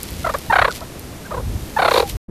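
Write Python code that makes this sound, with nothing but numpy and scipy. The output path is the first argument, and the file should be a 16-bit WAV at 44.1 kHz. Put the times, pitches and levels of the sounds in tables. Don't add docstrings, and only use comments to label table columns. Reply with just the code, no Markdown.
import sys
import numpy as np
from scipy import signal
from scipy.fft import rfft, irfft
from scipy.io import wavfile
from scipy.ndimage import uniform_filter1d

SR = 44100
rng = np.random.default_rng(int(sys.argv[2]) if len(sys.argv) > 2 else 0)


def materialize(psi):
    bounded = np.clip(np.atleast_2d(psi).T, -1, 1)
    quanta = np.round(bounded * 32767).astype(np.int16)
    wavfile.write(sys.argv[1], SR, quanta)


N = 101429
T = np.arange(N) / SR
HZ = np.fft.rfftfreq(4096, 1 / SR)

# frequency in Hz, relative level in dB.
HISS_EQ = [(20, -9), (55, -4.5), (300, -7.5), (700, -16), (1500, -22.5), (5000, -27), (14000, -31)]
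# time in seconds, level in dB.
GUSTS = [(0, -40), (.22, -28.5), (.47, -43.5), (.499, -14.5), (.54, -46.5), (.62, -26), (.69, -40),
         (1.28, -42), (1.395, -25), (1.55, -23.5), (1.68, -36), (1.93, -40), (2.165, -24.5)]
# frequency in Hz, relative level in dB.
GUST_EQ = [(20, -26), (55, -0.5), (100, -6), (200, -16.5), (4000, -76.5)]
# centre in seconds, half length in seconds, level in dB, tilt in dB per octave.
PAW_SCUFFS = [(0.125, 0.44, -37, 1.5), (0.761, 0.018, -30, 2), (1.778, 0.21, -40, 3.5),
              (1.954, 0.05, -27.5, 0), (2.103, 0.024, -30, 2.5)]
# frequency in Hz, relative level in dB.
SAND_EQ = [(500, -28), (2000, -3.5), (4500, -4.5), (8000, -12.5), (14000, -11)]
# start in seconds, level in dB, strongest frequency in Hz.
GRIT_SNAPS = [(.0318, -16, 11000), (.1058, -25, 12000), (.339, -23, 5000), (.3862, -24, 11000),
              (.7087, -25, 4800), (.7155, -23, 4300), (.7243, -20.5, 4300), (.807, -28, 4500),
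              (.9945, -22.5, 13800), (2.095, -22, 8000)]
# start in seconds, length in seconds, level in dB, pitch in Hz.
TRILL_OPENERS = [(0.2441, 0.009, -17, 689), (0.4993, 0.013, -12, 913), (1.7646, 0.012, -14, 872)]
# start in seconds, length in seconds, level in dB, top pitch in Hz, rasp from 0 to 1.
TRILL_GRUNTS = [ (0.262, 0.017, -17.5, 657, 0.24), (.290, 0.014, -18.5, 613, 0.16),
                (.340, 0.014, -17, 581, 0.3), (.524, 0.018, -10.5, 789, 0), (.555, 0.015, -10, 757, 0),
                (0.585, 0.013, -9, 754, 0.04), (0.615, .012, -9.5, 656, .1),
                (0.6447, .012, -10.5, 576, 0.15), (0.6775, 0.008, -14.5, 536, 0.42),
                (0.81, 0.019, -31, 658, 0.42), (1.309, 0.019, -24.5, 621, 0.26),
                (1.337, 0.015, -23, 532, 0.6), (1.367, 0.018, -24, 502, 0.55),
                (1.394, .011, -29, 566, 0.74), (1.787, 0.018, -13, 766, 0.38),
                (1.8185, 0.015, -12, 739, 0.41), (1.847, .0155, -11.5, 707, 0.52),
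                (1.8788, 0.011, -10.5, 686, 0.37), (1.9102, .011, -11, 557, 0.48),
                (1.938, 0.0083, -10.5, 481, 0.7), (1.956, 0.011, -11.5, 553, 0.67),
                (1.974, 0.01, -9.5, 552, 0.78), (1.998, 0.0076, -9.5, 501, 0.7),
                (2.0232, 0.0073, -14.5, 469, 0.82)]
# frequency in Hz, relative level in dB.
CLEAR_THROAT = [(200, -10), (480, -6), (760, 0), (1400, 3), (1900, -0.5), (3100, -12.5), (4400, -13),
                (5100, -40), (8500, -43.5), (10300, -28.5), (14000, -66.5)]
# frequency in Hz, relative level in dB.
RASP_THROAT = [(200, -22), (470, 4.5), (720, -8.5), (1000, -5.5), (1900, -21.5), (2400, -8.5), (2900, -23),
               (3800, -5), (4450, -8), (5200, -32.5), (8500, -33), (10200, -24.5), (14000, -42.5)]
# start in seconds, length in seconds, level in dB, top pitch in Hz.
FAINT_PEEPS = [(0.694, 0.023, -28.5, 1500), (1.248, 0.029, -39.5, 1615)]
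# time in seconds, pitch in Hz, level in dB.
HELD_NOTE = [(1.78, 873.6, -34), (1.84, 850, -24.5), (1.94, 805, -31), (2.06, 805, -30), (2.09, 755, -54)]
# frequency in Hz, relative level in dB.
RUMBLE_EQ = [(40, 4.5), (250, 5.5), (4000, -50)]

START_HZ, RISE_S, RISE_SHARE = 455.3, .0065, .22
FULL_DB, ATTACK_S, RELEASE_S = -6, .0022, .0009
ROUGH_CLEAR, ROUGH_RASP, JITTER = .02, .27, .05
BREATH_LEAD_S, LEAK_DB, LEAK_S = .002, -21.5, .0075
SWELL_DB, FOLD_LAG = 4.5, .45
BRIGHT_HZ, BRIGHT_PER_DB = 1870, 1.4
PURE_ABOVE_HZ, PURE_DB_PER_HZ = 740, .055
LOW_LAG_S, LOW_LAG_HZ = .004546, 464.8
CUT_S, RUMBLE_START_S, TOP_HZ = 2.17, 2.281, 14000


def amp(db):
    return 10 ** (np.asarray(db) / 20)


def unit(x):
    return x / np.sqrt(np.mean(x ** 2) + 1e-20)


def eq_db(points, hz=HZ):
    freqs, db = np.transpose(points)
    return np.interp(np.log(hz + 1), np.log(freqs), db)


def automation(points, column=1):
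    columns = np.transpose(points)
    return np.interp(T, columns[0], columns[column])


def add(mix, start, sound):
    part = mix[max(round(start * SR), 0):][:len(sound)]
    part += sound[:len(part)]


def colour(x, points):
    gain = amp(eq_db(points, np.fft.rfftfreq(len(x), 1 / SR)))
    return unit(irfft(rfft(x) * gain, len(x)))


def wander(size, smoothing):
    return unit(uniform_filter1d(uniform_filter1d(rng.standard_normal(size), smoothing), smoothing))


def outdoor_hiss(db=-34.5):
    return amp(db) * colour(rng.standard_normal(N), HISS_EQ)


def wind():
    return amp(automation(GUSTS)) * colour(rng.standard_normal(N), GUST_EQ)


def paw_scuff(centre, half_length, db, tilt, grains_per_s=2600, spread_db=3.8):
    sizes = amp(spread_db * np.minimum(rng.exponential(1, N), 4)) * rng.choice([-1, 1], N)
    grains = sizes * (rng.random(N) < grains_per_s / SR)
    tilted_eq = [(hz, level + tilt * np.log2(hz)) for hz, level in SAND_EQ]
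    swell = np.exp(-.5 * ((T - centre) / half_length) ** 2)
    return amp(db) * swell * colour(grains, tilted_eq)


def grit_snap(db, hz, decay_s=.0015, skirt_db_per_octave=10, size=512):
    t = np.arange(size) / SR
    octaves = np.log2((np.fft.rfftfreq(size, 1 / SR) + 1) / hz)
    phases = np.exp(2j * np.pi * rng.random(len(octaves)))
    burst = irfft(amp(-skirt_db_per_octave * abs(octaves)) * phases)
    return amp(db) * unit(burst) * np.exp(-t / decay_s)


def throat(db, top_hz, rasp, size=1024):
    treble_db = BRIGHT_PER_DB * (db - FULL_DB) - PURE_DB_PER_HZ * max(top_hz - PURE_ABOVE_HZ, 0)
    shelf_db = treble_db * HZ ** 6 / (HZ ** 6 + BRIGHT_HZ ** 6)
    tone_db = (1 - rasp) * eq_db(CLEAR_THROAT) + rasp * eq_db(RASP_THROAT) + shelf_db
    log_gain = np.log(amp(np.r_[tone_db, tone_db[-2:0:-1]]))
    minimum_phase = np.exp(np.conj(signal.hilbert(log_gain)))[:len(HZ)]
    lag_s = LOW_LAG_S / (1 + (HZ / LOW_LAG_HZ) ** 4)
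    ring = irfft(minimum_phase * np.exp(-2j * np.pi * np.cumsum(lag_s) * HZ[1]))[:size]
    return ring / np.linalg.norm(ring)


def grunt(length, db, top_hz, rasp, from_hz, size=2048):
    t = np.arange(size) / SR - BREATH_LEAD_S
    progress = np.clip(t / length, 0, 1)
    rough = ROUGH_CLEAR + (ROUGH_RASP - ROUGH_CLEAR) * rasp ** 2
    climb = np.sin(np.pi / 2 * np.clip(t / (RISE_S + RISE_SHARE * length), 0, 1)) ** 2
    hz = (from_hz + (top_hz - from_hz) * climb) * (1 + JITTER * rough * wander(size, smoothing=40))
    cycles = np.cumsum(hz) / SR
    folds = sum(np.cos(2 * np.pi * k * cycles - FOLD_LAG * k ** 2) * (k * hz < TOP_HZ)
                for k in range(1, 30))
    puffs = (.5 + np.exp(-2 * (cycles % 1))) * rng.standard_normal(size)
    softness = amp(FULL_DB - db)
    opening = np.clip(t / (ATTACK_S * softness) + .5, 0, 1)
    closing = np.clip((length - t) / (RELEASE_S * softness) + .5, 0, 1)
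    voicing = opening * amp(SWELL_DB * (progress - 4)) * closing
    leak = amp(LEAK_DB) * (1 - closing) * np.exp(-abs(t - length) / LEAK_S)
    breath = rough * np.clip(t / BREATH_LEAD_S + 1, 0, 1) * closing + leak
    source = (1 - rough) * voicing * unit(folds) + breath * unit(puffs)
    voice = signal.fftconvolve(source, throat(db, top_hz, rasp))
    return amp(db) * voice * np.sqrt(length * SR / np.sum(voice ** 2))


def ground_echo(calls, db=-27, t60_s=.1, size=6000):
    t = np.arange(size) / SR
    taps = rng.standard_normal(size) * (rng.random(size) < .1)
    taps *= (t > .002) * amp(-60 * t / t60_s)
    return amp(db) * signal.fftconvolve(calls, taps / np.linalg.norm(taps))[:N]


def peep(length, db, top_hz, crest=.44, droop=.85):
    progress = np.arange(0, length, 1 / SR) / length
    hz = top_hz * (1 - droop * (progress - crest) ** 2)
    envelope = np.sqrt(abs(np.sin(np.pi * progress)))
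    return amp(db) * unit(envelope * np.sin(2 * np.pi * np.cumsum(hz) / SR))


def held_note():
    gate = (T > HELD_NOTE[0][0]) & (T < HELD_NOTE[-1][0])
    tone = np.sqrt(2) * np.sin(2 * np.pi * np.cumsum(automation(HELD_NOTE)) / SR)
    return gate * amp(automation(HELD_NOTE, column=2)) * tone


def rumble(db=-31.5, fade_s=.008):
    fade_in = np.clip((T - RUMBLE_START_S) / fade_s, 0, 1)
    return amp(db) * fade_in * colour(rng.standard_normal(N), RUMBLE_EQ)


def scene():
    calls = held_note()
    for start, length, db, hz in TRILL_OPENERS:
        add(calls, start - BREATH_LEAD_S, grunt(length, db, hz, rasp=0, from_hz=hz))
    for start, length, db, top_hz, rasp in TRILL_GRUNTS:
        add(calls, start - BREATH_LEAD_S, grunt(length, db, top_hz, rasp, from_hz=START_HZ))
    for start, length, db, top_hz in FAINT_PEEPS:
        add(calls, start, peep(length, db, top_hz))
    ending = rumble()
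    calls += ground_echo(calls)
    sand = sum(paw_scuff(*row) for row in PAW_SCUFFS)
    for start, db, hz in GRIT_SNAPS:
        add(sand, start, grit_snap(db, hz))
    cut = np.clip((CUT_S - T) / .0008, 0, 1)
    return (cut * (calls + sand + outdoor_hiss() + wind()) + ending)[None]


def record(dry):
    rounded = dry / (1 + dry ** 8) ** (1 / 8)
    low_pass = signal.firwin(401, TOP_HZ, window=("kaiser", 9), fs=SR)
    return signal.oaconvolve(rounded, low_pass[None], "same")


dry = scene()
out = record(dry)
materialize(out)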